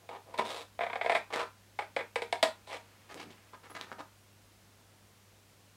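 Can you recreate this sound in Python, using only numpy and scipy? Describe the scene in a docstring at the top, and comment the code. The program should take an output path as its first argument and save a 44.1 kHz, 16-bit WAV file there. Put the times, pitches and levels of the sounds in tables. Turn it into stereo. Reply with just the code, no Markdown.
"""A small room, close up over a table: scissors cut stiff card.
The card gives way in sharp snaps, tiny avalanches of breaking fibres that shake the sheet and ring its
free flap. Between cuts the blades rasp along the slit. Then hands turn the sheet, with soft rustles,
a few ticks and one light brush of steel. A short echo, room air and a faint mains hum sit behind it."""
import sys
import numpy as np
from scipy import signal
from scipy.fft import rfft, irfft, next_fast_len
from scipy.io import wavfile
from scipy.ndimage import uniform_filter1d

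SR = 44100
rng = np.random.default_rng(int(sys.argv[2]) if len(sys.argv) > 2 else 0)


def digitize_waveform(pressure):
    """Quantize a signal to 16-bit integers and store it at the path in sys.argv[1].

    Rows of a 2-D input are taken as channels; values are limited to [-1, 1].
    """
    field = np.atleast_2d(pressure).T
    bounded = np.clip(field, -1, 1)
    quanta = np.round(bounded * 32767).astype(np.int16)
    wavfile.write(sys.argv[1], SR, quanta)


N = 254016
TAPS = 4096  # samples in one short response
HZ, T = np.fft.rfftfreq(TAPS, 1 / SR), np.arange(TAPS) / SR

# the card giving way at the blades: start_s, strength_db, flap_hz, tear_s, crunch_offset_db
CARD_SNAPS = [(.089, -28.5, 673, 0.0052, 3.5), (.139, -40, 704, 0.0014, -4), (0.339, -26.5, 935, .006, -4),
              (.392, -19.5, 593, 0.0039, 3.5), (.79, -20, 710, 0.0028, 1.5), (.807, -15, 696, 0.022, 6.5),
              (.833, -20, 680, .007, 9), (.864, -22.5, 703, .006, 6), (0.898, -24.5, 943, .008, 8),
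              (.93, -20, 688, 0.0035, 7), (.955, -18, 746, 0.0055, 5.5), (1.011, -17, 714, 0.011, 9.5),
              (1.045, -17.5, 723, 0.0053, -1), (1.06, -14.5, 675, 0.0038, 6), (1.095, -9.5, 698, .008, 6),
              (1.117, -13, 682, 0.01, 7.5), (1.148, -10.5, 693, .015, 9), (1.788, -16, 840, 0.0072, 6),
              (1.82, -25, 617, 0.0076, 4), (1.963, -12.5, 558, 0.006, 6), (1.988, -23, 512, 0.013, 11.5),
              (2.007, -26, 462, .005, 9), (2.157, -14, 486, 0.0051, 5.5), (2.219, -20, 478, .006, 7),
              (2.325, -14.5, 695, 0.0038, 6), (2.427, -4, 663, 0.006, 3)]
# tone of the shaken sheet, its crushed layers and its parting fibres: freq_hz, gain_db
BODY_EQ = [(40, -31), (120, -30.5), (210, -15), (320, -13), (440, -0.5), (560, 3), (750, 3), (960, 2),
           (1300, -10), (2000, -23), (5000, -54.5), (16000, -70)]
CRUNCH_EQ = [(300, -33), (900, 2), (1400, 2), (1750, 4.5), (2050, 9), (2400, 9.5), (2800, -6.5),
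             (3500, -0.5), (5000, -27.5), (16000, -67)]
FIZZ_EQ = [(500, -40), (2000, 2.5), (3600, 4), (4800, -1), (6300, -13.5), (8300, -8.5), (11000, -19.5),
           (16000, -34.5)]
# fizz against each snap, strongest near the blade tips: time_s, offset_db
FIZZ_RIDE = [(.39, -1), (.8, -12), (1.05, -10), (1.15, -0.5), (2, -5), (2.2, 3.5), (2.43, 7)]
# blades sliding along the slit: start_s, length_s, level_db, resonance_hz
BLADE_SLIDES = [(.005, 0.065, -67, 706), (.092, 0.082, -45.5, 870), (.245, 0.17, -57, 700),
                (.376, 0.024, -40.5, 3780), (.384, .018, -30, 1110), (.402, 0.0205, -36.5, 1120),
                (.435, 0.14, -43, 3630), (.565, 0.069, -46.5, 3840), (1.3, .026, -47, 1110),
                (1.326, 0.022, -34.5, 2000), (1.345, 0.093, -37.5, 1480), (2.668, 0.035, -49.5, 3930),
                (2.696, .077, -44, 2195)]
# hands brushing and flexing the sheet: start_s, length_s, level_db, resonance_hz
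HAND_RUSTLES = [(3.088, 0.044, -51, 1830), (3.145, .04, -49, 450), (3.15, 0.092, -53, 2400),
                (3.194, 0.026, -45, 2250), (3.2, 0.12, -55.5, 273), (3.295, 0.039, -57.5, 3000),
                (3.528, 0.029, -52, 1120), (3.628, 0.046, -55.5, 1510), (3.693, 0.029, -51.5, 1150),
                (3.744, .034, -45.5, 1900), (3.778, 0.07, -52.5, 1800), (3.85, 0.078, -58.5, 1490),
                (3.917, .016, -47.5, 1300), (3.981, 0.033, -45, 1220)]
# the sheet slipping through the fingers as it turns: start_s, length_s, level_db, resonance_hz
SHEET_TURN = (2.5, 1.0, -68, 2300)
# bare blades brushing each other: start_s, length_s, level_db, resonance_hz
STEEL_SCRAPES = [(3.692, .055, -59, 10500)]
# tone of each kind of friction: freq_hz, gain_db
SLIDE_EQ = [(60, -21.5), (210, -9), (330, 1.5), (450, 9), (1050, 6), (1550, -2), (2300, 0), (2900, -1),
            (3900, -4.5), (5000, -11.5), (6500, -18), (8500, -19.5), (12000, -32), (16000, -44.5)]
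RUSTLE_EQ = [(60, -14.5), (200, 2.5), (400, 5), (800, 3.5), (1900, -2.5), (2800, -2), (4500, -5.5),
             (7000, -12), (11000, -21.5), (16000, -30)]
STEEL_EQ = [(2000, -13), (8000, -12), (10500, -2), (12500, -10), (15000, -5)]
# scissor knocks and card-edge ticks: start_s, level_db, pitch_hz, t60_s, click_gain
CONTACTS = [(.392, -39, 218, 0.08, .02), (.394, -23, 1110, 0.0036, 0.4), (1.327, -27, 2020, 0.0023, 0.45),
            (1.361, -18.5, 1080, 0.0014, 0.86), (2.43, -31.5, 253, 0.041, .02),
            (3.144, -31, 7240, 0.00052, 0.99), (3.535, -41.5, 1046, 0.039, 0.214),
            (3.8123, -22, 3780, 0.0023, 0.12), (3.917, -26.5, 1350, 0.0054, 0.07)]
# tone of the diffuse echo: freq_hz, gain_db
ECHO_EQ = [(150, 1), (600, -2.5), (1400, 1.5), (3500, -1.5), (9000, 5)]
# decay of the echo: freq_hz, t60_s
ECHO_DECAY = [(200, 0.26), (550, 0.19), (1400, 0.25), (2300, 0.24), (3700, 0.24), (10000, 0.19)]
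# standing waves between table and walls: pitch_hz, level_db, t60_s
STANDING_WAVES = [(471.8, -0.5, 0.14), (641.6, 5.5, 0.16), (697, -2.5, 0.18), (807, -2, 0.38),
                  (946, 7, 0.21), (1013, 4.5, 0.3), (1102, -2.5, 0.29), (1248, 6.5, 0.2), (1629, 6, 0.17),
                  (1790, 2, 0.17), (2005, 3, 0.096), (2224, 1, 0.092), (2310, -0.5, 0.11),
                  (2540, -3.5, 0.6)]
# left-right likeness of the echo and the room air: freq_hz, correlation
ECHO_LIKENESS = [(200, 1), (700, 0.98), (1400, 0.78), (3000, 0.073), (7000, 0.021)]
AIR_LIKENESS = [(60, 0.9), (130, 0.34), (290, 0.21), (1400, 0.01), (4000, 0)]
# tone of the room air: freq_hz, gain_db
AIR_EQ = [(20, -40.5), (33, -25), (48, -14), (70, -16), (110, -16.5), (190, -13.5), (300, -16.5),
          (600, -18), (1300, -21), (3000, -23.5), (7000, -27), (12000, -31), (16000, -34.5)]
# mains harmonics: pitch_hz, rms_db
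HUM_PARTIALS = [(100, -66.5), (200, -79), (300, -95)]


def snaps(body_db=6, flap_db=7.5, flap_t60_s=0.023, flap_hold=2.06, flap_rise_s=0.0016):
    """Each tear shakes the sheet, rings its free flap, crushes its layers and sprays a little treble."""
    out = np.zeros((2, N))
    body, crunch, fizz = (unit(causal(read(eq, HZ)))[None] for eq in (BODY_EQ, CRUNCH_EQ, FIZZ_EQ))
    for start_s, db, flap_hz, tear_s, crunch_db in CARD_SNAPS:
        # a long tear keeps the flap going for longer
        flap = ring(flap_hz, flap_t60_s + flap_hold * tear_s) * (1 - np.exp(-T / flap_rise_s))
        add(out, start_s, amp(db + flap_db) * unit(flap))
        add(out, start_s, amp(db + body_db) * burst(body, tear_s, lead=0.32, width=0.04))
        add(out, start_s, amp(db + crunch_db) * burst(crunch, tear_s, lead=0.17, width=0.24))
        # single fibres go on parting after the layers have given way
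        fizz_db = np.interp(start_s, *np.transpose(FIZZ_RIDE))
        add(out, start_s, amp(db + fizz_db) * burst(fizz, tear_s * 1.37, lead=0.078, width=0.39))
    return bend(out)


def burst(response, tear_s, lead, width):
    """A tear coloured by one response; the sheet radiates it differently to each side."""
    pair = tear(tear_s, lead) + width * np.array([[1], [-1]]) * tear(tear_s, 0)
    return signal.fftconvolve(unit(pair), response)


def tear(tear_s, lead, abrupt=1.33):
    """A first break of size lead and a dying avalanche of smaller ones, flat in spectrum."""
    decay = np.exp(-(T / max(tear_s, 5e-4)) ** abrupt)
    breaks = unit(fibres(TAPS, per_s=14000, spread_db=1.0) * decay)
    breaks[0] += lead
    power = uniform_filter1d(abs(rfft(breaks)) ** 2, size=36)
    flatten = causal(-10 * np.log10(power + 1e-9))
    return unit(signal.fftconvolve(breaks, flatten)[:TAPS])


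def fibres(size, per_s, spread_db):
    """A crackle of tiny fibre breaks of uneven size, rms 1."""
    sizes = rng.standard_normal(size) * amp(spread_db * np.minimum(rng.exponential(1, size), 4))
    breaking = rng.random(size) < per_s / SR
    return unit(sizes * breaking) * np.sqrt(size)


def bend(x, travel=0.04955):
    """Bending waves in a sheet: speed grows as the root of frequency, so the bass arrives last."""
    size = next_fast_len(N + TAPS)
    hz = np.fft.rfftfreq(size, 1 / SR)
    return irfft(rfft(x, size) * np.exp(-4j * np.pi * travel * np.sqrt(hz)), size)[:, :N]


def slides(drag_s=0.032, drag_db=-33, drag_hz=1630):
    """The blades rasp along the slit, and drag on a little after each snap."""
    drags = [(start_s, drag_s, db + drag_db, drag_hz) for start_s, db, *_ in CARD_SNAPS]
    return strokes(BLADE_SLIDES + drags, SLIDE_EQ, per_s=2200, spread_db=0.36, resonance_db=6.5,
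                   octaves=0.16, swell=0.22, sag_db=2.5, tilt_db=4, pivot_hz=1520, width=0.51)


def rustles():
    """Fingers rub and turn the sheet: soft, grainy friction with a broad resonance."""
    return strokes(HAND_RUSTLES + [SHEET_TURN], RUSTLE_EQ, per_s=5000, spread_db=1.8, resonance_db=7,
                   octaves=0.72, swell=0.29, sag_db=2, tilt_db=2.5, pivot_hz=2200, width=0.65)


def scrapes():
    """Steel brushes steel: a thin, fast-fading hiss with a narrow blade resonance."""
    return strokes(STEEL_SCRAPES, STEEL_EQ, per_s=5000, spread_db=-3, resonance_db=12,
                   octaves=0.04, swell=0.23, sag_db=23, tilt_db=0, pivot_hz=10500, width=0.57)


def strokes(rows, eq, per_s, spread_db, resonance_db, octaves, swell, sag_db, tilt_db, pivot_hz, width,
            uneven_db=1.5, catch_s=0.008):
    """Friction: dense tiny catches excite a resonance while the pressure swells and sags."""
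    out = np.zeros((2, N))
    for start_s, length_s, db, hz in rows:
        t = np.arange(int(length_s * SR)) / SR
        rise_s = max(swell * length_s, 1e-3)
        pressure = np.minimum(t / rise_s, 1) * amp(-sag_db * np.maximum(t - rise_s, 0) / length_s)
        # the surfaces catch and let go unevenly
        catches = np.arange(0, length_s + catch_s, catch_s)
        pressure *= amp(uneven_db * np.interp(t, catches, rng.standard_normal(len(catches))))
        octaves_away = np.log2((HZ + 20) / hz)
        peak_db = resonance_db / (1 + (octaves_away / octaves) ** 2)
        # with tilt, a higher resonance makes a brighter rasp
        bright_db = tilt_db * np.log2(hz / pivot_hz) * np.clip(octaves_away, -0.4, 4)
        body = unit(causal(read(eq, HZ) + bright_db + peak_db))
        mid = signal.fftconvolve(fibres(len(t), per_s, spread_db) * pressure, body)
        side = signal.fftconvolve(fibres(len(t), per_s, spread_db) * pressure, body)
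        side = width * low_cut(side, hz=3500)
        add(out, start_s, amp(db) * np.array([mid + side, mid - side]))
    return out


def ticks():
    """A dry click with a brief ring of whatever was touched."""
    out = np.zeros(N)
    click = causal(read(RUSTLE_EQ, HZ))
    click /= abs(click).max()
    for start_s, db, hz, t60_s, click_gain in CONTACTS:
        add(out, start_s, amp(db) * (ring(hz, t60_s) + click_gain * click))
    return out


def room(x, build_s=0.003, diffuse_db=-4, standing_db=-1):
    """A small room: a diffuse echo whose bands die at their own speed, plus standing waves."""
    hz, t, bands = signal.stft(noise_pair(ECHO_LIKENESS, ECHO_EQ, size=SR // 2), SR, nperseg=256)
    decay = amp(-60 * t / read(ECHO_DECAY, hz)[:, None])
    tail = signal.istft(bands * decay, SR, nperseg=256)[1]
    age = np.arange(tail.shape[1]) / SR
    tail *= np.minimum(age / build_s, 1) ** 2
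    # flatten the tail, then give it the tone of the walls
    power = uniform_filter1d((abs(rfft(tail, TAPS)) ** 2).mean(0), size=11)
    walls = causal(read(ECHO_EQ, HZ) + diffuse_db - 10 * np.log10(power))
    tail = signal.fftconvolve(tail, walls[None])[:, :len(age)]
    for mode_hz, db, t60_s in STANDING_WAVES:
        rate = np.log(1000) / t60_s
        mode = np.exp(-rate * age) * np.cos(2 * np.pi * mode_hz * age)
        tail += amp(db + standing_db) * 2 * rate / SR * mode
    return signal.fftconvolve(x.mean(0)[None], tail, axes=1)[:, :N]


def background(air_db=-60.5, waver=0.055):
    """A bed of steady room air and slightly wavering mains hum."""
    t = np.arange(N) / SR
    air = unit(noise_pair(AIR_LIKENESS, AIR_EQ, size=N)) * np.sqrt(N)
    drift = np.interp(t, np.linspace(0, t[-1], 40), rng.standard_normal(40))
    hum = sum(np.sqrt(2) * amp(db) * np.sin(2 * np.pi * (hz * t + rng.random()))
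              for hz, db in HUM_PARTIALS)
    return amp(air_db) * air + hum * (1 + waver * drift)


def noise_pair(likeness, eq, size):
    """Coloured stereo noise whose width depends on frequency."""
    hz = np.fft.rfftfreq(size, 1 / SR)
    same = np.clip(read(likeness, hz), -1, 1)
    mid, side = rfft(rng.standard_normal((2, size))) * np.sqrt([(1 + same) / 2, (1 - same) / 2])
    return irfft(np.array([mid + side, mid - side]) * amp(read(eq, hz)), size)


def ring(hz, t60_s):
    """One dying mode."""
    return np.sin(2 * np.pi * hz * T) * np.exp(-np.log(1000) * T / max(t60_s, 1e-4))


def causal(db):
    """The causal impulse response with this EQ curve on the HZ grid."""
    log_gain = np.log(amp(np.r_[db, db[-2:0:-1]]))
    return np.fft.ifft(np.exp(np.conj(signal.hilbert(log_gain)))).real


def low_cut(x, hz, order=1):
    """Rolls off everything below hz."""
    return signal.lfilter(*signal.butter(order, hz, "high", fs=SR), x)


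def read(points, hz):
    """Reads a curve on a log frequency axis."""
    freqs, values = np.transpose(points)
    return np.interp(np.log(hz + 1), np.log(freqs), values)


def amp(db):
    """Decibels to gain."""
    return 10 ** (np.asarray(db) / 20)


def unit(x):
    """Scales a sound to energy 1 per channel."""
    return x / np.sqrt(np.sum(x ** 2, -1, keepdims=True) + 1e-20)


def add(mix, start_s, sound):
    """Lays a sound into the mix."""
    part = mix[..., round(start_s * SR):][..., :sound.shape[-1]]
    part += sound[..., :part.shape[-1]]


def scene(lean=0.079, baffle_hz=115):
    """Cutting and handling in the room; the treble leans a little to the right."""
    friction = slides() + rustles() + scrapes()
    # air slips round the edge of a small sheet, so it radiates little bass
    near = low_cut(snaps() + friction + ticks(), baffle_hz, order=2)
    treble_pan = lean * np.array([[-1], [1]]) * low_cut(near, hz=1500)
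    return near + treble_pan + room(near) + background()


def record(dry, ceiling_db=-7, high_cut_hz=15900):
    """The microphone rounds off the sharpest peaks; a steep high cut trims the top."""
    rounded = amp(ceiling_db) * np.tanh(dry / amp(ceiling_db))
    high_cut = signal.firwin(511, high_cut_hz, window=("kaiser", 9), fs=SR)
    return signal.oaconvolve(rounded, high_cut[None], "same")


dry = scene()
out = record(dry)
digitize_waveform(out)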